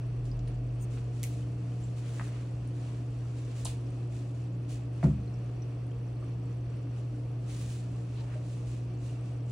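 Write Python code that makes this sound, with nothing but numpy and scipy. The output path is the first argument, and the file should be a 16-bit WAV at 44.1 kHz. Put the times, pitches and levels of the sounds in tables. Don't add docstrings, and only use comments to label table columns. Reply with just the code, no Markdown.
import sys
import numpy as np
from scipy import signal
from scipy.fft import rfft, irfft
from scipy.io import wavfile
from scipy.ndimage import uniform_filter1d

SR = 44100
rng = np.random.default_rng(int(sys.argv[2]) if len(sys.argv) > 2 else 0)


def transcribe(u):
    v = np.clip(np.atleast_2d(u).T, -1, 1)
    q = np.round(v * 32767).astype(np.int16)
    wavfile.write(sys.argv[1], SR, q)


N = 419391
T = np.arange(N) / SR
FREQ = np.maximum(np.arange(N // 2 + 1) * SR / N, 1)

# f/Hz, correlation, left phase lag/rad
STEREO_IMAGE = [(120, .999, 0), (250, .95, 0), (450, .5, 0), (800, .33, 0), (1700, .55, 0), (2800, .25, .4),
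                (4500, .3, .2), (5800, .6, 1.1), (7500, .68, .9), (9000, .9, 1.2), (12000, .82, 1.3),
                (15500, .82, 1.55)]
# f/Hz, relative level/dB
CLOTH_EQ = [(400, -25), (1200, -6), (2600, 1.5), (3800, 0), (5300, -1.5), (6600, 1), (9000, -2),
            (10300, -5), (12000, -22.5), (15500, -11.5)]
# start t/s, length/s, relative level/dB
HISS_SWELLS = [(0.241, 0.031, -55.5), (0.89, 0.11, -55.5), (1.096, .2, -59.5), (1.207, 0.24, -57),
               (1.75, .2, -63), (1.95, .05, -53.5), (1.99, 0.33, -55), (2.206, .12, -54.5), (2.3, .2, -63),
               (2.69, 0.37, -60), (3.32, .3, -60), (3.531, 0.13, -53.5), (3.644, 0.066, -46.5),
               (4.08, 0.17, -58), (4.325, 0.11, -63), (4.674, 0.085, -50.5), (4.88, .3, -65),
               (5.02, 0.04, -52), (6.935, .08, -61.5), (6.9, 0.66, -69), (7.443, 0.31, -51.5),
               (7.65, 0.19, -55), (8.03, .36, -64.5), (8.427, 0.18, -59.5), (8.636, 0.15, -56.5),
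               (8.974, .2, -57.5), (9.2, 0.13, -63), (9.464, 0.13, -56.5)]
# start t/s, end t/s
RESTLESS_SPANS = [(.85, 4.47), (7.4, 8.85)]
# centre t/s, length/s, level/dB, low f/Hz, high f/Hz
DULL_BRUSHES = [(0.98, 0.027, -55, 700, 3800), (2.066, 0.082, -60, 1300, 3800),
                (2.266, 0.38, -57, 650, 3300), (2.866, 0.28, -61, 800, 3500), (3.544, 0.3, -64, 1500, 4200),
                (7.563, 0.19, -65, 2200, 4500), (8.191, 0.07, -58.5, 2390, 4570),
                (8.213, .06, -58, 450, 1050), (8.313, 0.13, -56, 550, 2630)]
# f/Hz, width/Hz, relative level/dB
SQUEAK_PEAKS = [(6400, 310, -5.5), (7040, 250, -5), (8000, 300, -9), (8760, 220, 1.5), (13600, 700, -16),
                (15100, 830, -19)]
# t/s, relative level/dB, low f/Hz, # high
# f/Hz, burst length/s, room send/dB
CLICK_CUES = [(.392, -60, 2500, 7500, .018, -7), (.475, -58.5, 1210, 4970, .025, 2),
              (.974, -57, 756, 3000, .012, -6), (1.2312, -34.5, 2060, 15500, 0.0052, -0.5),
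              (1.237, -41.5, 5480, 10500, 0.022, -6), (1.236, -48.5, 2000, 3020, 0.037, -3),
              (2.196, -40, 690, 2020, 0.019, -2), (2.2115, -42, 700, 1800, 0.01, -14),
              (3.649, -38.5, 7350, 10100, 0.013, 2), (3.653, -42, 3270, 9600, 0.05, -4.5),
              (3.654, -45, 650, 1030, 0.034, 2.5), (3.664, -47, 2630, 4400, 0.028, 2.5),
              (5.029, -35.5, 440, 763, 0.024, 1.5), (5.0287, -40.5, 700, 1920, 0.0098, 2.5),
              (5.041, -41.5, 856, 1340, 0.011, 1.5), (5.04, -58, 1600, 7300, 0.041, -6)]
# f/Hz, relative level/dB, t60/s
PANEL_MODES = [(69.7, -9, 0.67), (88, -17, 0.62), (124, -12, 0.22), (143.6, 4.5, 0.29), (154.6, 6, 0.2),
               (203, -6, 0.48), (264, -7.5, 0.25), (280, -13, 0.29), (353.5, -13.5, 0.23),
               (374, -11.5, 0.2), (535, -21, 0.21), (650, -21, 0.18)]
# f/Hz, density/(dB per Hz)
CHURN_EQ = [(20, -101), (35, -74.5), (60, -64.5), (78, -66), (96, -75.5), (140, -66.5), (175, -73),
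            (230, -79), (275, -70), (370, -78), (700, -83.5), (820, -90), (1300, -100), (3000, -125)]
# f/Hz, width/Hz, boost/dB
CABINET_PEAKS = [(294, 35, 3.5), (465.2, 8.3, 10.5)]
# f/Hz, density/(dB per Hz)
WASH_EQ = [(300, -110), (1100, -93), (1800, -100), (2700, -97), (3600, -106), (6100, -108.3),
           (7200, -114.5), (9200, -113), (10200, -124), (12000, -136), (15700, -133)]
# f/Hz, width/Hz, boost/dB
OUTLET_PEAKS = [(4400, 170, 8), (5720, 280, 4.5), (8100, 300, 2.5), (8720, 200, 5.5)]
# t/s, level/dB, starting f/Hz, t60/s
SOLO_BUBBLES = [(.3152, -47.5, 4900, 0.018), (0.48, -51.5, 8960, 0.026), (1.428, -54, 3050, .03),
                (1.72, -56, 3040, .025), (1.8377, -51, 7470, 0.056), (2.6757, -49.5, 9170, 0.014),
                (3.8666, -58, 5470, .018), (3.904, -55, 8440, .015), (5.2754, -59, 4170, .03),
                (5.3413, -53, 5430, .014), (5.6213, -50.5, 5770, 0.026), (5.868, -57, 9200, .012),
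                (5.915, -56, 3150, .025), (6.226, -49.5, 1184, .08), (6.245, -58, 8800, 0.011),
                (8.205, -53, 890, 0.14), (8.355, -44, 610, 0.13), (9.096, -53, 2810, 0.033),
                (9.21, -56, 8000, .015)]
# multiple of the mains frequency, relative level/dB
PUMP_HARMONICS = [(1, -37.5), (2, 1.5), (3, -21), (5, -26), (6, -29), (7, -33), (8, -45), (9, -43.5),
                  (10, -42.5), (11, -39), (12, -38), (14, -53), (15, -52.5)]


def undb(db):
    return 10 ** (np.asarray(db) / 20)


def unit(x):
    return x / np.sqrt(np.mean(x ** 2))


def spectrum(points):
    hz, value = np.transpose(points)
    return np.interp(np.log(FREQ), np.log(hz), value)


def bell(hz, width):
    return 1 / (1 + (2 * (FREQ - hz) / width) ** 2)


def boosts(peaks):
    return sum(db * bell(hz, width) for hz, width, db in peaks)


def ripple(step_hz=55):
    heights = rng.standard_normal(1000)
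    return np.interp(FREQ, step_hz * np.arange(len(heights)), heights)


def noise(db):
    correlation = spectrum(np.array(STEREO_IMAGE)[:, :2])
    mid, side = rfft(rng.standard_normal((2, N))) * np.sqrt([1 + correlation, 1 - correlation])
    return irfft(np.array([mid + side, mid - side]) * undb(db), N) * np.sqrt(SR) / 2


def wander(rate_hz):
    hold = int(SR / rate_hz)
    steps = rng.standard_normal(N // 100)[np.arange(N) // hold]
    return unit(uniform_filter1d(uniform_filter1d(steps, hold), hold))


def band(x, low_hz, high_hz, order=2):
    return signal.sosfilt(signal.butter(order, [low_hz, high_hz], "band", fs=SR, output="sos"), x)


def add(track, s, sound):
    i = int(s * SR)
    track[i:i + len(sound)] += sound[:N - i]


def fade(t60):
    return np.exp(-np.log(1000) * np.arange(int(t60 * SR) + 2) / (t60 * SR))


def swell(centre_s, length_s):
    return np.exp(-(2 * (T - centre_s) / length_s) ** 2)


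def room(x, t60=0.34, predelay_s=0.0023, spread=0.98):
    decay = fade(t60)
    mid, side = rng.standard_normal((2, 2 * SR))[:, :len(decay)] * decay * (T[:len(decay)] > predelay_s)
    tails = np.array([mid + spread * side, mid - spread * side])
    return signal.fftconvolve(x[None], tails / np.sqrt(np.sum(tails ** 2) / 2), axes=1)[:, :N]


def drone(start_hz=38, climb_hz_per_s=13.5, db=-39, attack_s=0.39, fade_db_per_s=17):
    hz = start_hz + climb_hz_per_s * T
    envelope = np.minimum(T / attack_s, 1) * undb(db - fade_db_per_s * np.maximum(T - attack_s, 0))
    return np.sqrt(2) * envelope * np.sin(2 * np.pi * np.cumsum(hz) / SR)


def hiss_envelope(attack_share=0.2, release_share=0.51, room_t60=0.34, restless_db=-66.5, still_db=-86.5):
    restless = sum((T > start) & (T < end) for start, end in RESTLESS_SPANS)
    power = undb(still_db) ** 2 + restless * undb(restless_db + 2 * wander(7)) ** 2
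    for start, length, db in HISS_SWELLS:
        along = (T - start) / length
        shape = np.clip(np.minimum(along / attack_share, (1 - along) / release_share), 0, 1)
        power += (undb(db) * shape) ** 2
    feedback = np.exp(-2 * np.log(1000) / (room_t60 * SR))
    return 10 * np.log10(signal.lfilter([1 - feedback], [1, -feedback], power))


def rustle(trim_db=-2.3, grain_db=0.9, catch_db=0.9, bright_db=-54, shelf_hz=10500, stick_db=-76):
    level_db = hiss_envelope()
    hiss = unit(noise(spectrum(CLOTH_EQ) + ripple()))
    air = irfft(rfft(hiss) / (1 + (shelf_hz / FREQ) ** 8), N)
    air_gain = undb(np.minimum(level_db - bright_db, 0))
    slipping = 1 / (1 + undb(2 * (stick_db - level_db)))
    swishes = (hiss - air + air * air_gain) * undb(level_db + trim_db) * slipping
    pink = noise(-10 * np.log10(FREQ))
    for s, length, db, low_hz, high_hz in DULL_BRUSHES:
        swishes += undb(db) * swell(s, length) * unit(band(pink, low_hz, high_hz))
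    return swishes * undb(grain_db * wander(300) + catch_db * wander(30))


def squeak(at_s=0.828, length_s=0.046, db=-55):
    gain = sum(undb(peak_db) * bell(hz, width) for hz, width, peak_db in SQUEAK_PEAKS)
    return unit(noise(20 * np.log10(gain))) * undb(db) * swell(at_s, length_s)


def clicks():
    direct, send = np.zeros((2, N))
    for s, db, low_hz, high_hz, length, send_db in CLICK_CUES:
        decay = fade(length)
        crack = rfft(rng.standard_normal(SR)[:len(decay)] * decay)
        flat = irfft(crack / np.abs(crack), len(decay)) * np.sqrt(decay)
        burst = band(np.pad(flat, (0, SR // 50)), low_hz, high_hz, order=3)
        burst *= 2 * undb(db) * np.sqrt(np.sum(decay ** 2) / np.sum(burst ** 2))
        add(direct, s, burst)
        add(send, s, burst * undb(send_db))
    return direct + room(send, t60=0.21)


def thump(at_s=5.034, db=-16, attack_s=0.025, rattle_db=-38, rattle_t60=0.23, room_db=-18):
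    hit = np.zeros(N)
    for hz, mode_db, t60 in PANEL_MODES:
        decay = fade(t60)
        t = T[:len(decay)]
        envelope = undb(db + mode_db) * decay * np.minimum(t / attack_s, 1)
        add(hit, at_s, envelope * np.sin(2 * np.pi * hz * t))
    rattle = unit(band(rng.standard_normal(N), low_hz=199, high_hz=650))
    decay = fade(rattle_t60)
    add(hit, at_s, undb(rattle_db) * decay * rattle[:len(decay)])
    return hit + undb(room_db) * room(hit, spread=0.21)


def flow(surge_db=0.16, flicker_db=0.86):
    churn = noise(spectrum(CHURN_EQ) + boosts(CABINET_PEAKS)) * undb(surge_db * wander(10))
    echo_colour_db = 2 * np.minimum(FREQ / 3500, 1) * ripple()
    wash = noise(spectrum(WASH_EQ) + boosts(OUTLET_PEAKS) + echo_colour_db)
    return churn + wash * undb(flicker_db * wander(16))


def bubble(hz, t60, rise=0.044):
    decay = fade(t60)
    glide_hz = hz * (1 + rise * np.linspace(0, 1, len(decay)))
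    return decay * np.sin(2 * np.pi * np.cumsum(glide_hz) / SR)


def swarm(count, floor_db, scatter_db, low_hz, high_hz, cycles):
    bubbles = np.zeros(N)
    for when, pitch, chance in rng.random((count, 3)):
        hz = low_hz * (high_hz / low_hz) ** pitch
        db = floor_db + scatter_db * min(-np.log(chance), 3)
        add(bubbles, when * N / SR, undb(db) * bubble(hz, cycles / hz))
    return bubbles


def trickle(room_db=-6):
    plips = swarm(count=520, floor_db=-67.5, scatter_db=2.9, low_hz=1000, high_hz=6500, cycles=55)
    fizz = swarm(count=700, floor_db=-67.5, scatter_db=2.8, low_hz=6600, high_hz=9800, cycles=70)
    bubbles = plips + fizz
    for s, db, hz, t60 in SOLO_BUBBLES:
        add(bubbles, s, undb(db) * bubble(hz, t60))
    return bubbles + undb(room_db) * room(bubbles, t60=0.11)


def pump(mains_hz=59.985, db=-33.5, waver_db=4.0, early_boost_db=1.5, settle_s=1.9, ease_s=0.39):
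    hum = np.zeros(N)
    for multiple, partial_db in PUMP_HARMONICS:
        waver = 1 if multiple == 2 else undb(-waver_db * wander(5.2))
        hum += undb(partial_db) * waver * np.sin(2 * np.pi * (multiple * mains_hz * T + rng.random()))
    early = 0.5 - 0.5 * np.tanh((T - settle_s) / (2 * ease_s))
    return hum * undb(db + early_boost_db * early)


def scene():
    return pump() + flow() + trickle() + drone() + rustle() + squeak() + clicks() + thump()


def record(dry):
    lag_rad = spectrum(np.array(STEREO_IMAGE)[:, ::2])
    left = irfft(rfft(dry[0]) * np.exp(-1j * lag_rad), N)
    high_cut = signal.ellip(10, 0.2, 80, 15750, fs=SR, output="sos")
    return signal.sosfilt(high_cut, np.array([left, dry[1]]))


dry = scene()
out = record(dry)
transcribe(out)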